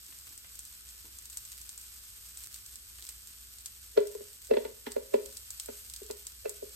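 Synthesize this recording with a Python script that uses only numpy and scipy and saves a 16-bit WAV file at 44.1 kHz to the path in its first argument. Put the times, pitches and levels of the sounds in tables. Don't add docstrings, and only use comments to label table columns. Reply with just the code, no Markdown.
import sys
import numpy as np
from scipy import signal
from scipy.fft import rfft, irfft
from scipy.io import wavfile

SR = 44100
rng = np.random.default_rng(int(sys.argv[2]) if len(sys.argv) > 2 else 0)


def log_audio(samples):
    frames = np.atleast_2d(samples).T
    limited = np.clip(frames, -1, 1)
    pcm = np.round(limited * 32767).astype(np.int16)
    wavfile.write(sys.argv[1], SR, pcm)


N = 297675

KITCHEN_T60_S = .38
# (time [s], low boom [dB], hollow ring [dB], thump [dB], clack [dB], boosted wall tone [Hz])
JAR_KNOCKS = [(3.974, -20, -23.5, -51.5, -42, 1000), (4.149, -42, -50, -84, -65, 1000),
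              (4.205, -51, -47.5, -69, -71, 1000), (4.510, -24, -24.5, -44, -47, 2660),
              (4.537, -35, -31, -59, -50, 2030), (4.568, -37, -25, -48.5, -45.5, 4170),
              (4.650, -38.5, -45, -61, -53, 2350), (4.866, -42, -46.5, -50, -46.5, 1700),
              (4.963, -36.5, -33.5, -55, -55.5, 1435), (5.140, -25.5, -23.5, -45, -46, 1000),
              (5.685, -48, -42, -58, -60, 1435), (6.015, -44.5, -74, -70, -78, 1000),
              (6.100, -41, -40, -63, -56.5, 2350), (6.455, -39.5, -32.5, -70, -54, 2660),
              (6.625, -41, -46.5, -65, -72.5, 1000)]


def from_db(db):
    return 10 ** (np.asarray(db) / 20)


def rms_one(x):
    return x / np.sqrt(np.mean(x ** 2) + 1e-20)


def seconds(size):
    return np.arange(size) / SR


def drift(turns_per_s):
    points = rng.standard_normal(4096)
    return np.interp(seconds(N) * turns_per_s, np.arange(len(points)), points)


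def clicks(times, gains):
    out = np.zeros(N)
    samples = np.round(np.asarray(times) * SR).astype(int)
    np.add.at(out, np.clip(samples, 0, N - 1), gains)
    return out


def through(x, response):
    return signal.fftconvolve(x, response)[:N]


def response_of(spectrum, size=8192):
    hz, db = np.transpose(spectrum)
    grid_hz = np.maximum(np.fft.rfftfreq(size, 1 / SR), 1)
    gains = from_db(np.interp(np.log(grid_hz), np.log(hz), db))
    cepstrum = irfft(np.log(gains))
    cepstrum[1:size // 2] *= 2
    cepstrum[size // 2 + 1:] = 0
    response = irfft(np.exp(rfft(cepstrum)))[:size // 2]
    return response / np.abs(response).max()


def ring(x, hz, t60):
    decay, angle = from_db(-60 / (t60 * SR)), 2 * np.pi * hz / SR
    return signal.lfilter([0, np.sin(angle)], [1, -2 * decay * np.cos(angle), decay ** 2], x + 1e-18)


def spatter(times, gains, t60):
    decay = from_db(-60 / (t60 * SR))
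    envelope = signal.lfilter([np.sqrt(1 - decay ** 2)], [1, -decay], clicks(times, gains) + 1e-18)
    return envelope * rng.standard_normal((2, N))


def swell(times, gains, swell_s):
    t, level = seconds(N), np.zeros(N)
    for knock_s, gain in zip(times, gains):
        before = (t < knock_s) & (t > knock_s - .06)
        level[before] += gain * np.exp((t[before] - knock_s) / swell_s)
    return level * rng.standard_normal(N)


def stereo(mid, side):
    return np.array([mid + side, mid - side])


def from_right(pair, lag_s):
    t = seconds(N)
    return np.array([np.interp(t - lag_s, t, pair[0]), pair[1]])


def kitchen_echo(x, build_s):
    t = seconds(SR // 2)
    envelope = from_db(-60 * t / KITCHEN_T60_S) * (1 - np.exp(-t / build_s))
    tails = envelope * rng.standard_normal((2, len(t)))
    return np.array([through(x, tail / np.linalg.norm(tail)) for tail in tails])


def room_tone(mid_db=-64.0, side_db=-73.5, hum_hz=59.5, hum_db=-66.5, waver=.4):
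    # (frequency [Hz], level [dB])
    mid_colour = [(20, -25), (40, -12), (60, -2), (95, -11), (150, -23), (250, -24.5), (330, -29),
                  (400, -27), (600, -36), (1050, -39), (1400, -30.5), (2500, -34), (5000, -60)]
    side_colour = [(20, -20), (60, 4), (150, -4), (250, -5), (400, -8), (600, -18), (1050, -19),
                   (1400, -17), (2500, -40), (5000, -50)]
    mid = rms_one(through(rng.standard_normal(N), response_of(mid_colour)))
    side = rms_one(through(rng.standard_normal(N), response_of(side_colour)))
    hum = np.sqrt(2) * np.sin(2 * np.pi * hum_hz * seconds(N)) * (1 + waver * drift(1.85))
    return stereo(from_db(mid_db) * mid + from_db(hum_db) * hum, from_db(side_db) * side)


def spoon_dabs(tick_db=11.5, pat_db=0.5, room_db=-5):
    # (time [s], level [dB])
    dabs = [(0.124, -47.5), (0.2697, -48), (0.444, -47), (2.985, -47), (3.088, -48)]
    pats = [(0.086, -62), (0.304, -61), (0.945, -67), (1.0445, -49.5), (3.022, -59)]
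    # (frequency [Hz], level [dB])
    dab_colour = [(400, -7.5), (900, -8), (1500, -2), (3000, -1.5), (8000, -24)]
    pat_colour = [(100, -40), (250, 13), (380, 10.5), (480, 0.5), (600, -9), (1000, 4), (2000, -55),
                  (6000, -66)]
    times, db = np.transpose(dabs)
    tick_noise = spatter(times, from_db(db + tick_db), t60=.07)
    ticks = np.array([through(ear, response_of(dab_colour)) for ear in tick_noise])
    times, db = np.transpose(pats)
    pat_noise = spatter(times, from_db(db + pat_db), t60=.14)[0]
    touches = ticks + through(pat_noise, response_of(pat_colour))
    return touches + from_db(room_db) * kitchen_echo(touches[0], build_s=.0017)


def jar_thump(level_db=7.5, t60=.085, room_db=-14):
    # (frequency [Hz], level [dB])
    flex_tones = [(241, 5.5), (272, 3)]
    times, _, _, thump_db, _, _ = np.transpose(JAR_KNOCKS)
    force = clicks(times, from_db(thump_db))
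    flex = sum(from_db(db) * ring(force, hz, t60) for hz, db in flex_tones)
    low_band = signal.butter(3, [220, 315], "band", fs=SR, output="sos")
    thump = signal.sosfilt(low_band, flex)
    room = from_db(room_db) * kitchen_echo(thump, build_s=.071)
    return from_db(level_db) * (from_right([thump, thump], lag_s=.00019) + room)


def jar_clack(crunch_db=23, tones_db=8.5, boost_db=7, swell_db=-30.0, room_db=-6.5):
    # (frequency [Hz], level [dB])
    crunch_colour = [(60, -45), (180, -28), (260, -12), (340, -8), (520, -10), (760, -6), (1050, 0),
                     (1400, -2), (2100, -1), (2800, -4), (4400, -6), (5500, -14), (9000, -28)]
    wall_tones = [(830, -9), (920, -4), (1000, -8), (1435, -7), (1700, -14), (2030, -10), (2350, -12),
                  (2660, -8), (3450, -13), (4170, -13)]
    times, _, _, _, clack_db, boosted_hz = np.transpose(JAR_KNOCKS)
    lead_in = swell(times, from_db(clack_db), swell_s=.004)
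    force = spatter(times, from_db(clack_db), t60=.066) + from_db(swell_db) * lead_in
    crunch = np.array([through(ear, response_of(crunch_colour)) for ear in force])
    wall = 0
    for k, (hz, db) in enumerate(wall_tones):
        strength = from_db(clack_db + db + boost_db * (boosted_hz == hz))
        contact = .8 * clicks(times, strength) + .6 * spatter(times, strength, t60=.03)
        wall += (-1) ** k * ring(contact, hz, t60=.05)
    bass_cut = signal.butter(2, 240, "high", fs=SR, output="sos")
    clack = signal.sosfilt(bass_cut, from_db(crunch_db) * crunch + from_db(tones_db) * wall)
    room = from_db(room_db) * kitchen_echo(clack[1], build_s=.005)
    return clack * from_db([[-1.2], [1.2]]) + room


def jar_boom(level_db=9.0, boom_top_hz=460, spread_db=.7, swell_db=-29.0, room_db=-15):
    # (frequency [Hz], level [dB], t60 [s], left over right [dB], delay at the left ear [s])
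    air_tones = [(411, -10, .22, 3.5, .0004), (431, -9.5, .22, 3.5, .0004), (446, -7, .06, 3.5, .0004),
                 (489, -5.5, .1, -1, .001), (544, -3.5, .1, -6, .0009), (610, -5.5, .055, -6, .0008)]
    times, boom_db, hollow_db, _, _, _ = np.transpose(JAR_KNOCKS)
    mouth = signal.butter(4, [372, 655], "band", fs=SR, output="sos")
    direct, into_room = np.zeros((2, N)), np.zeros(N)
    t = seconds(N)
    wobbly_time = t + .0004 * drift(turns_per_s=55)
    for hz, db, t60, pan_db, lag_s in air_tones:
        knock_db = boom_db if hz < boom_top_hz else hollow_db
        strength = from_db(knock_db + spread_db * rng.standard_normal(len(times)))
        force = clicks(times, strength) + from_db(swell_db) * swell(times, strength, swell_s=.0055)
        ringing = signal.sosfilt(mouth, ring(force, hz, t60))
        tone = from_db(db) * np.interp(wobbly_time, t, ringing)
        direct += from_right(tone * from_db([[pan_db / 2], [-pan_db / 2]]), lag_s)
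        into_room += tone
    room = from_db(room_db) * kitchen_echo(into_room, build_s=.012)
    return from_db(level_db) * (direct + room)


def squelch(crackles_per_s=110, spread_db=2.5):
    # (start [s], end [s], level [dB])
    presses = [(1.467, 1.733, -55), (2.32, 2.628, -52), (2.958, 3.155, -52.5)]
    # (frequency [Hz], level [dB])
    crackle_colour = [(1500, -17.5), (4000, -12), (8200, -8.5), (9500, -6), (10500, -22), (12500, -7),
                      (15000, -21)]
    t, pressure = seconds(N), np.zeros(N)
    for start, end, db in presses:
        progress = np.clip((t - start) / (end - start), 0, 1)
        pressure += from_db(db) * np.sin(np.pi * progress)
    bursting = rng.random(N) < crackles_per_s / SR
    sizes = from_db(spread_db * np.minimum(rng.exponential(1, N), 3))[bursting]
    bursts = clicks(t[bursting], sizes) + spatter(t[bursting], sizes, t60=.008)
    crackles = np.array([through(ear, response_of(crackle_colour)) for ear in bursts])
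    return pressure * rms_one(crackles)


def faint_spits(per_s=4.0, level_db=-37, spread_db=2, pop_spread_db=3):
    when, size, pop = rng.random((256, 3))[:int(per_s * N / SR)].T
    spit_db = level_db + spread_db * (2 * size - 1)
    return np.column_stack([when * N / SR, spit_db, pop_spread_db * (2 * pop - 1)])


def spits(level_db=3.2, pop_hz=4400, pop_db=-4.0, lids_db=1.0, room_db=2.0):
    # (time [s], level [dB], extra pop [dB])
    main_spits = [(0.0438, -47, -1), (0.1878, -35, -6), (0.3772, -31, -13), (0.5553, -33, -6),
                  (0.5913, -25, -7), (0.6521, -31.5, -11), (0.8891, -33, 1), (1.1874, -30.5, -2),
                  (1.2555, -31.5, 0), (1.2996, -32, -7), (1.3719, -20, -6), (1.4514, -30, -9),
                  (1.5186, -32, 0), (1.6154, -30, -7), (1.6922, -26.5, -3), (1.7776, -27, -19),
                  (1.8135, -34.5, -18), (2.373, -28.5, -5), (2.4376, -33, -13), (2.5433, -27.5, 2.5),
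                  (2.6626, -31, -18), (2.757, -29.5, -1), (3.0237, -35.5, 8), (3.0676, -34, 6),
                  (3.0899, -24.5, -3), (3.2727, -31.5, -6), (3.659, -23, 0.5), (4.0717, -29.5, 2),
                  (4.1163, -36, -6), (4.9192, -26.5, 0), (5.2598, -30, 3.5), (5.3704, -27.5, 1.5),
                  (5.4869, -55, 4), (5.5052, -23.5, -9), (5.5986, -21, 0.5), (5.6594, -27, -12),
                  (5.899, -31, 3), (5.9376, -28, 5), (5.9623, -30, 7), (6.111, -26.5, 2.5),
                  (6.2687, -24.5, -1), (6.4944, -21, -12)]
    # (frequency [Hz], level [dB])
    snap_colour = [(500, 19), (1500, -11.5), (3000, -22), (4500, -13.5), (6300, -4), (8200, 3.5),
                   (9500, -4), (10500, -19), (12500, -3.5), (14500, -31), (16000, -8)]
    times, spit_db, extra_pop_db = np.vstack([main_spits, faint_spits()]).T

    def with_echoes(gains):
        lids = from_db(lids_db) * spatter(times, gains, t60=.012)
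        room = from_db(room_db) * spatter(times, gains, t60=.075)
        return clicks(times, gains) + lids + room

    snap = np.array([through(ear, response_of(snap_colour)) for ear in with_echoes(from_db(spit_db))])
    pop = ring(with_echoes(from_db(spit_db + extra_pop_db + pop_db)), pop_hz, t60=.0011)
    bass_cut = signal.butter(2, 2200, "high", fs=SR, output="sos")
    return from_db(level_db) * signal.sosfilt(bass_cut, snap + np.diff(pop, prepend=0))


def sizzle(bubbles_per_s=2600, spread_db=3.0, clump_db=4.0, hiss_db=-3.5, mid_db=0.5, side_db=-1.3):
    # (time [s], level [dB])
    frying = [(0.0, -53.5), (1.24, -53.5), (1.5, -51.5), (1.82, -52.5), (4.999, -55), (5.549, -50.5),
              (6.15, -53.5), (6.75, -53)]
    # (frequency [Hz], level [dB])
    mid_colour = [(1000, -12), (1300, -11), (1570, -12), (2020, -14.5), (2390, -12.5), (3470, -9.5),
                  (4860, -7.5), (6890, -5), (7960, 0.5), (9530, -4), (10500, -36.5), (11700, -3),
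                  (13400, -1), (14700, -25.5), (16000, -52.5)]
    side_colour = [(1000, -0.5), (1300, -2), (1990, -4), (3070, 4), (3820, 0), (4630, 5.5), (7230, -2.5),
                   (7960, -33.5), (9880, 13.5), (11700, -3.5), (13000, 3.5), (14700, -9), (16000, -32.5)]
    level = from_db(np.interp(seconds(N), *np.transpose(frying)))
    bursting = rng.random(N) < bubbles_per_s * from_db(clump_db * drift(30)) / SR
    sizes = from_db(spread_db * np.minimum(rng.exponential(1, N), 4.5))
    bursts = rms_one(bursting * sizes * rng.choice([-1, 1], N))
    hiss = from_db(hiss_db) * rng.standard_normal((2, N))
    mid = rms_one(through(bursts + hiss[0], response_of(mid_colour)))
    position = rng.random(N) - .5
    side = rms_one(through(bursts * position + hiss[1], response_of(side_colour)))
    return level * stereo(from_db(mid_db) * mid, from_db(side_db) * side)


def scene():
    bass_cut = signal.butter(3, 1200, "high", fs=SR, output="sos")
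    plates = signal.sosfilt(bass_cut, sizzle() + spits() + squelch()) * from_db([[-.3], [.3]])
    return plates + jar_boom() + jar_thump() + jar_clack() + spoon_dabs() + room_tone()


def record(dry):
    return signal.sosfilt(signal.ellip(10, .1, 80, 16000, fs=SR, output="sos"), dry)


dry = scene()
out = record(dry)
log_audio(out)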